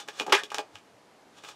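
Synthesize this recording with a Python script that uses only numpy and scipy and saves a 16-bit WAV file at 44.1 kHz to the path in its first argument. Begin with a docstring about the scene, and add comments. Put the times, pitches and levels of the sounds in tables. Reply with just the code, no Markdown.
"""A brief papery slide, then ticks: stiff cards are pulled from a hand-held deck in a small room.
Friction makes each card hiss, and impacts on its neighbours and the fingers make it tick; cards and
cupped hand resonate. One card bends, snaps free with a loud flutter and rasps along the deck.
Hands and cards thump softly on a cloth-covered table, and after a pause the cards rustle again."""
import sys
import numpy as np
from scipy import signal
from scipy.fft import rfft, irfft
from scipy.io import wavfile
from scipy.ndimage import uniform_filter1d

SR = 44100
rng = np.random.default_rng(int(sys.argv[2]) if len(sys.argv) > 2 else 0)


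def inscribe(sig):
    """Save sig as 16-bit PCM at rate SR to the path in sys.argv[1].

    A 1-D sig is mono; a 2-D sig holds one channel per row.
    Samples are clipped to [-1, 1] before scaling.
    """
    pcm = np.round(np.clip(np.atleast_2d(sig).T, -1, 1) * 32767)
    wavfile.write(sys.argv[1], SR, pcm.astype(np.int16))


N = 68355
T = np.arange(N) / SR
SHORT = 4096  # samples in one impact or filter response


def amp(db):
    """Amplitude ratio of a level in decibels."""
    return 10 ** (np.asarray(db) / 20)


def unit_rms(x):
    """Normalisation to an rms of one."""
    return x / np.sqrt(np.mean(x ** 2))


def unit_energy(x):
    """Normalisation to an energy of one."""
    return x / np.sqrt(np.sum(x ** 2))


def bins(x):
    """Fourier frequencies of a signal zero-padded to twice its length."""
    return np.maximum(np.fft.rfftfreq(2 * len(x), 1 / SR), 1)


def on_log_axis(points, hz):
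    """Linear interpolation of (f/Hz, value) points over log frequency."""
    f, v = np.array(points, float).T
    return np.interp(np.log(hz), np.log(f), v)


def delay(x, s):
    """Time shift by s seconds, padded or cut to the scene's length."""
    return np.pad(x, (max(int(s * SR), 0), max(N - len(x), 0)))[:N]


def jitter(step_s):
    """Random modulation: Gaussian values every step_s, joined by lines."""
    return np.interp(T / step_s, np.arange(N), rng.standard_normal(N))


def colour(x, points, extra_db=lambda hz: 0):
    """Minimum-phase filtering through (f/Hz, gain/dB) points, plus an optional gain curve."""
    hz = bins(T[:SHORT])
    cepstrum = irfft(np.log(amp(on_log_axis(points, hz) + extra_db(hz))))
    cepstrum[1:SHORT] *= 2  # folding the cepstrum makes the filter causal
    cepstrum[SHORT + 1:] = 0
    response = irfft(np.exp(rfft(cepstrum)))[:SHORT]
    return signal.fftconvolve(x, response)[:len(x)]


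def whiten(x, width_hz):
    """Spectral whitening: each component is divided by the rms of the band around it."""
    spectrum = rfft(x)
    power = uniform_filter1d(np.abs(spectrum) ** 2, size=int(width_hz * len(x) / SR) | 1)
    return irfft(spectrum / np.sqrt(np.abs(power) + 1e-18), len(x))


def burst(envelope, width_hz):
    """Broadband transient: enveloped noise, whitened and confined in time by turns."""
    x = rng.standard_normal(len(envelope)) * envelope
    gate = np.minimum(10 * envelope / envelope.max(), 1)
    for _ in range(2):
        x = whiten(x, width_hz) * gate
    return unit_energy(x)


def resonate(x, modes, direct_db):
    """Modal superposition: damped resonators ring in parallel with a direct path."""
    hz = bins(T[:SHORT])
    ringing = sum(amp(db) / (1 + 1j * (hz ** 2 - f ** 2) / (hz * width)) for f, width, db in modes)
    return signal.fftconvolve(x, irfft(amp(direct_db) + ringing)[:SHORT])[:len(x)]


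def air():
    """Stationary noise: the quiet background of the room."""
    # noise spectrum: f/Hz, relative density level/dB
    spectrum = [(15, -53), (25, -25.5), (59, -20), (166, -5.5), (229, -6), (293, -2.5), (394, -3),
                (427, -3.5), (695, -4.5), (796, -3.5), (1190, -10), (6380, -22.5), (11300, -31),
                (14400, -41), (16000, -55)]
    return unit_rms(colour(rng.standard_normal(N), spectrum)) * amp(-58)


def room(x):
    """Reverberation: early reflections, a short tail whose treble dies first and a faint long one."""
    # reverberation time of the short tail: f/Hz, T60/s
    decay_times = [(200, 0.2), (700, .27), (2000, 0.17), (5000, 0.18), (14000, 0.12)]
    # colour of the reflected sound: f/Hz, gain/dB
    spectrum = [(150, 4.5), (380, -4), (700, -1), (1150, -4.5), (1800, -2), (5000, -2), (14000, -4.5)]
    predelay_s, early_fall_s, late_t60_s = .0055, .012, 1.0
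    t = T[:2 ** 15]
    noise, tail = rfft(rng.standard_normal(len(t)), 2 * len(t)), 0
    for hz, t60 in decay_times:
        band = on_log_axis([(f, f == hz) for f, _ in decay_times], bins(t))
        tail += irfft(noise * band)[:len(t)] * amp(-60 * t / t60)
    early = burst(np.exp(-t / early_fall_s) * amp(4.6 * jitter(.0005)[:len(t)]), width_hz=78)
    late = unit_energy(rng.standard_normal(len(t)) * amp(-60 * t / late_t60_s))
    response = amp(-3) * early + amp(-9.5) * unit_energy(tail) + amp(-31.5) * late
    white = whiten(np.pad(response, (0, len(t))), width_hz=200)[:len(t)]
    response = colour(unit_energy(white) * np.linalg.norm(response), spectrum)
    return x + delay(signal.fftconvolve(x, response), predelay_s)


def thumps():
    """Damped oscillation: the cloth-covered table answers each soft touch with one low note."""
    # touches of hands and cards: t/s, f/Hz, level/dB
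    touches = [(.205, 230, -42), (0.274, 189, -44.5), (.323, 85, -64), (0.583, 130, -64),
               (0.741, 100.5, -50.5), (0.937, 115, -58.5)]
    rise_s, fall_s = .0054, .022
    envelope = (1 - np.exp(-T / rise_s)) * np.exp(-T / fall_s)
    return sum(amp(db) * delay(np.sin(2 * np.pi * hz * T) * envelope, s) for s, hz, db in touches)


def friction(spectrum, grain_db=1, grain_s=.00067):
    """Friction noise: a coloured hiss made grainy by rapid random changes of level."""
    grains = rng.standard_normal(N) * amp(grain_db * jitter(grain_s))
    return unit_rms(colour(grains, spectrum))


def swell(peak_s, rise_s, fall_s):
    """Exponential growth to a peak, then exponential decay."""
    return np.exp(-np.maximum((peak_s - T) / rise_s, (T - peak_s) / fall_s))


def slides():
    """Sliding friction swells and dies as one card rubs over another."""
    # strokes: peak t/s, rise/s, fall/s, level/dB
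    strokes = [(.003, 0.022, 0.011, -36.5), (.168, 0.054, 0.023, -49), (0.194, 0.0088, .008, -38),
               (0.396, 0.041, 0.0067, -37), (0.75, 0.022, .01, -57), (1.384, 0.021, 0.0097, -52),
               (1.485, 0.038, .012, -46), (1.512, 0.0087, 0.015, -49.5)]
    # spectrum of card rubbing on card: f/Hz, relative level/dB
    spectrum = [(88, -42), (150, -42), (348, -9), (675, -6), (1210, -2.5), (2180, -7.5), (2400, -9),
                (3420, -2.5), (8070, -9.5), (16000, -30.5)]
    envelope = sum(amp(db) * swell(s, rise, fall) for s, rise, fall, db in strokes)
    return envelope * friction(spectrum)


def rasp():
    """Friction of the freed card's edge along the deck excites one broad papery resonance."""
    # spectrum of the scraping edge: f/Hz, relative level/dB
    spectrum = [(300, -38), (1200, -13.5), (1700, 4), (2100, -13.5), (3000, -12), (12000, -45)]
    return amp(-35) * swell(peak_s=.392, rise_s=.039, fall_s=.011) * friction(spectrum)


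def ticks():
    """Impact excitation: a sharp contact and milliseconds of flutter, each with its own tone and ring."""
    # contacts: t/s, rise/s, fall/s, ring f/Hz, ring lift/dB, then level/dB in each of four bands
    contacts = [(0.0777, 0.00043, 0.0084, 1680, 2, -55, -45.5, -54, -44),
                (.0840, 0.0025, 0.0032, 1680, 6, -41, -40, -35, -38.5),
                (0.1973, 0.0017, .002, 2390, 2, -35.5, -36.5, -22, -32.5),
                (0.2048, .001, 0.014, 430, 3, -29.5, -32, -42, -35.5),
                (0.2649, 0.0007, 0.0045, 770, 12.5, -38.5, -41.5, -42, -40),
                (0.2795, 0.00096, 0.0044, 820, 7.5, -30.5, -34, -56, -57),
                (0.2947, .002, 0.0095, 785, 5, -31, -39, -35.5, -43),
                (.3390, 0.0023, 0.0072, 2030, 17, -29.5, -26, -22, -37),
                (0.3502, 0.0007, .004, 2030, 7.5, -43, -26, -20.5, -26),
                (.4350, 0.00054, .003, 3420, 13, -41, -47.5, -38, -35.5),
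                (0.503, 0.00014, 0.0037, 3050, 2, -70, -57, -40, -44.5),
                (0.5168, 0.00097, 0.0047, 1150, 3, -42, -32, -43.5, -41),
                (0.5446, 0.00013, 0.0027, 5960, 5.5, -40, -33, -30, -29.5),
                (0.5766, 0.0015, 0.012, 600, 14.5, -42, -32.5, -74, -71),
                (0.5835, 0.00012, 0.0017, 2960, -3, -37, -37, -26, -30.5),
                (0.5894, 0.00095, 0.0051, 790, 1, -33, -29.5, -54, -68),
                (.7540, 0.0024, 0.0015, 2900, 8, -55.5, -48, -43.5, -47),
                (.7845, 0.00082, 0.004, 2400, 10, -67, -58, -61, -56),
                (1.3835, 0.0014, 0.0027, 3300, 13.5, -69.5, -62, -61, -57),
                (1.436, 0.0013, 0.0075, 1220, 0, -49.5, -46, -45, -45.5),
                (1.4457, .004, 0.0042, 2860, 4, -65, -47.5, -43, -48.5),
                (1.4850, 0.003, 0.0071, 1220, 7, -56.5, -48, -43.5, -40.5)]
    # bands of knock, body, snap and edge: f/Hz
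    band_hz = (400, 1050, 3000, 7000)
    ring_octaves, crack_limit_s, reference_s = .14, .001, .005
    out, t = np.zeros(N), T[:SHORT]
    for s, rise_s, fall_s, ring_hz, lift_db, *levels in contacts:
        envelope = np.minimum((t + 1 / SR) / rise_s, 1) * np.exp(-np.maximum(t - rise_s, 0) / fall_s)
        hit = burst(envelope, width_hz=130)
        hit[0] += .35 * np.exp(-rise_s / crack_limit_s)  # only a fast rise keeps its crack
        density_db = np.array(levels) + 10 * np.log10(SR / 2 / np.array(band_hz))
        tone = [(100, density_db[0] - 26.5), *zip(band_hz, density_db), (15000, density_db[-1] - 17.5)]
        ring = lambda hz: lift_db / (1 + (np.log2(hz / ring_hz) / ring_octaves) ** 2)
        out += delay(colour(unit_energy(hit), tone, ring), s)
    return out * np.sqrt(reference_s * SR)  # levels refer to the energy spread over reference_s


def snap(release_s):
    """Elastic release: the bent card slips free, flaps against the deck and rings as it straightens."""
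    # spectrum of the flutter: f/Hz, relative level/dB
    spectrum = [(50, -33.5), (180, -28.5), (280, -13.5), (400, 0), (650, -5.5), (1100, 0), (1650, -2.5),
                (2500, -0.5), (3400, -5), (4400, -8.5), (5600, -7.5), (6800, -15.5), (11800, -24.5),
                (16000, -43)]
    # modes of the bent card: f/Hz, bandwidth/Hz, gain/dB
    modes = [(390.5, 55, 2), (549, 54, -8.5), (876, 63, 3.5), (1172, 160, 0), (1680, 44, -16),
             (2030, 42, -7), (2947, 87, -1.5), (3277, 60, 2.5)]
    rise_s, hold_s, fall_s = .0038, .0045, .004
    flap_hz, flap_depth = 522.6, .8
    t = T[:SHORT]
    envelope = np.minimum((t + 1 / SR) / rise_s, 1) * np.exp(-np.maximum(t - rise_s - hold_s, 0) / fall_s)
    phase = np.cumsum(flap_hz * (1 + .21 * jitter(.002)[:SHORT])) / SR % 1
    flaps = 1 - flap_depth * np.sqrt(phase)
    flutter = colour(burst(envelope * flaps, width_hz=90), spectrum)
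    ringing = unit_energy(resonate(flutter, modes, direct_db=-5))
    return delay(ringing, release_s) * np.linalg.norm(envelope) * amp(-11)


def scene():
    """Superposition: each kind of card sound has its own echoes; thumps and room noise add dry."""
    # modes of the cards and the cupped hand: f/Hz, bandwidth/Hz, gain/dB
    hand_modes = [(322, 53, -5.5), (430, 54, 0), (566, 50, -6), (832, 80, 3), (1220, 105, 2.5),
                  (1609, 110, -0.5), (2446, 170, 0), (2906, 120, -1.5), (3430, 240, -5), (5540, 480, -9),
                  (6770, 450, -12.5)]
    release_s = .3215
    handled = [resonate(x, hand_modes, direct_db=-6.5) for x in (ticks(), slides())]
    bent_card = snap(release_s) + rasp() * (T > release_s)
    cards = sum(room(x) for x in (*handled, bent_card))
    bass_cut = signal.butter(2, 55, "high", fs=SR, output="sos")  # small cards radiate little bass
    return (signal.sosfilt(bass_cut, cards) + thumps() + air())[None]


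def record(dry):
    """Soft saturation rounds the loudest peaks; a steep low-pass removes the highest treble."""
    low_pass = signal.ellip(8, .2, 70, 15600, fs=SR, output="sos")
    return signal.sosfilt(low_pass, np.tanh(dry))


dry = scene()
out = record(dry)
inscribe(out)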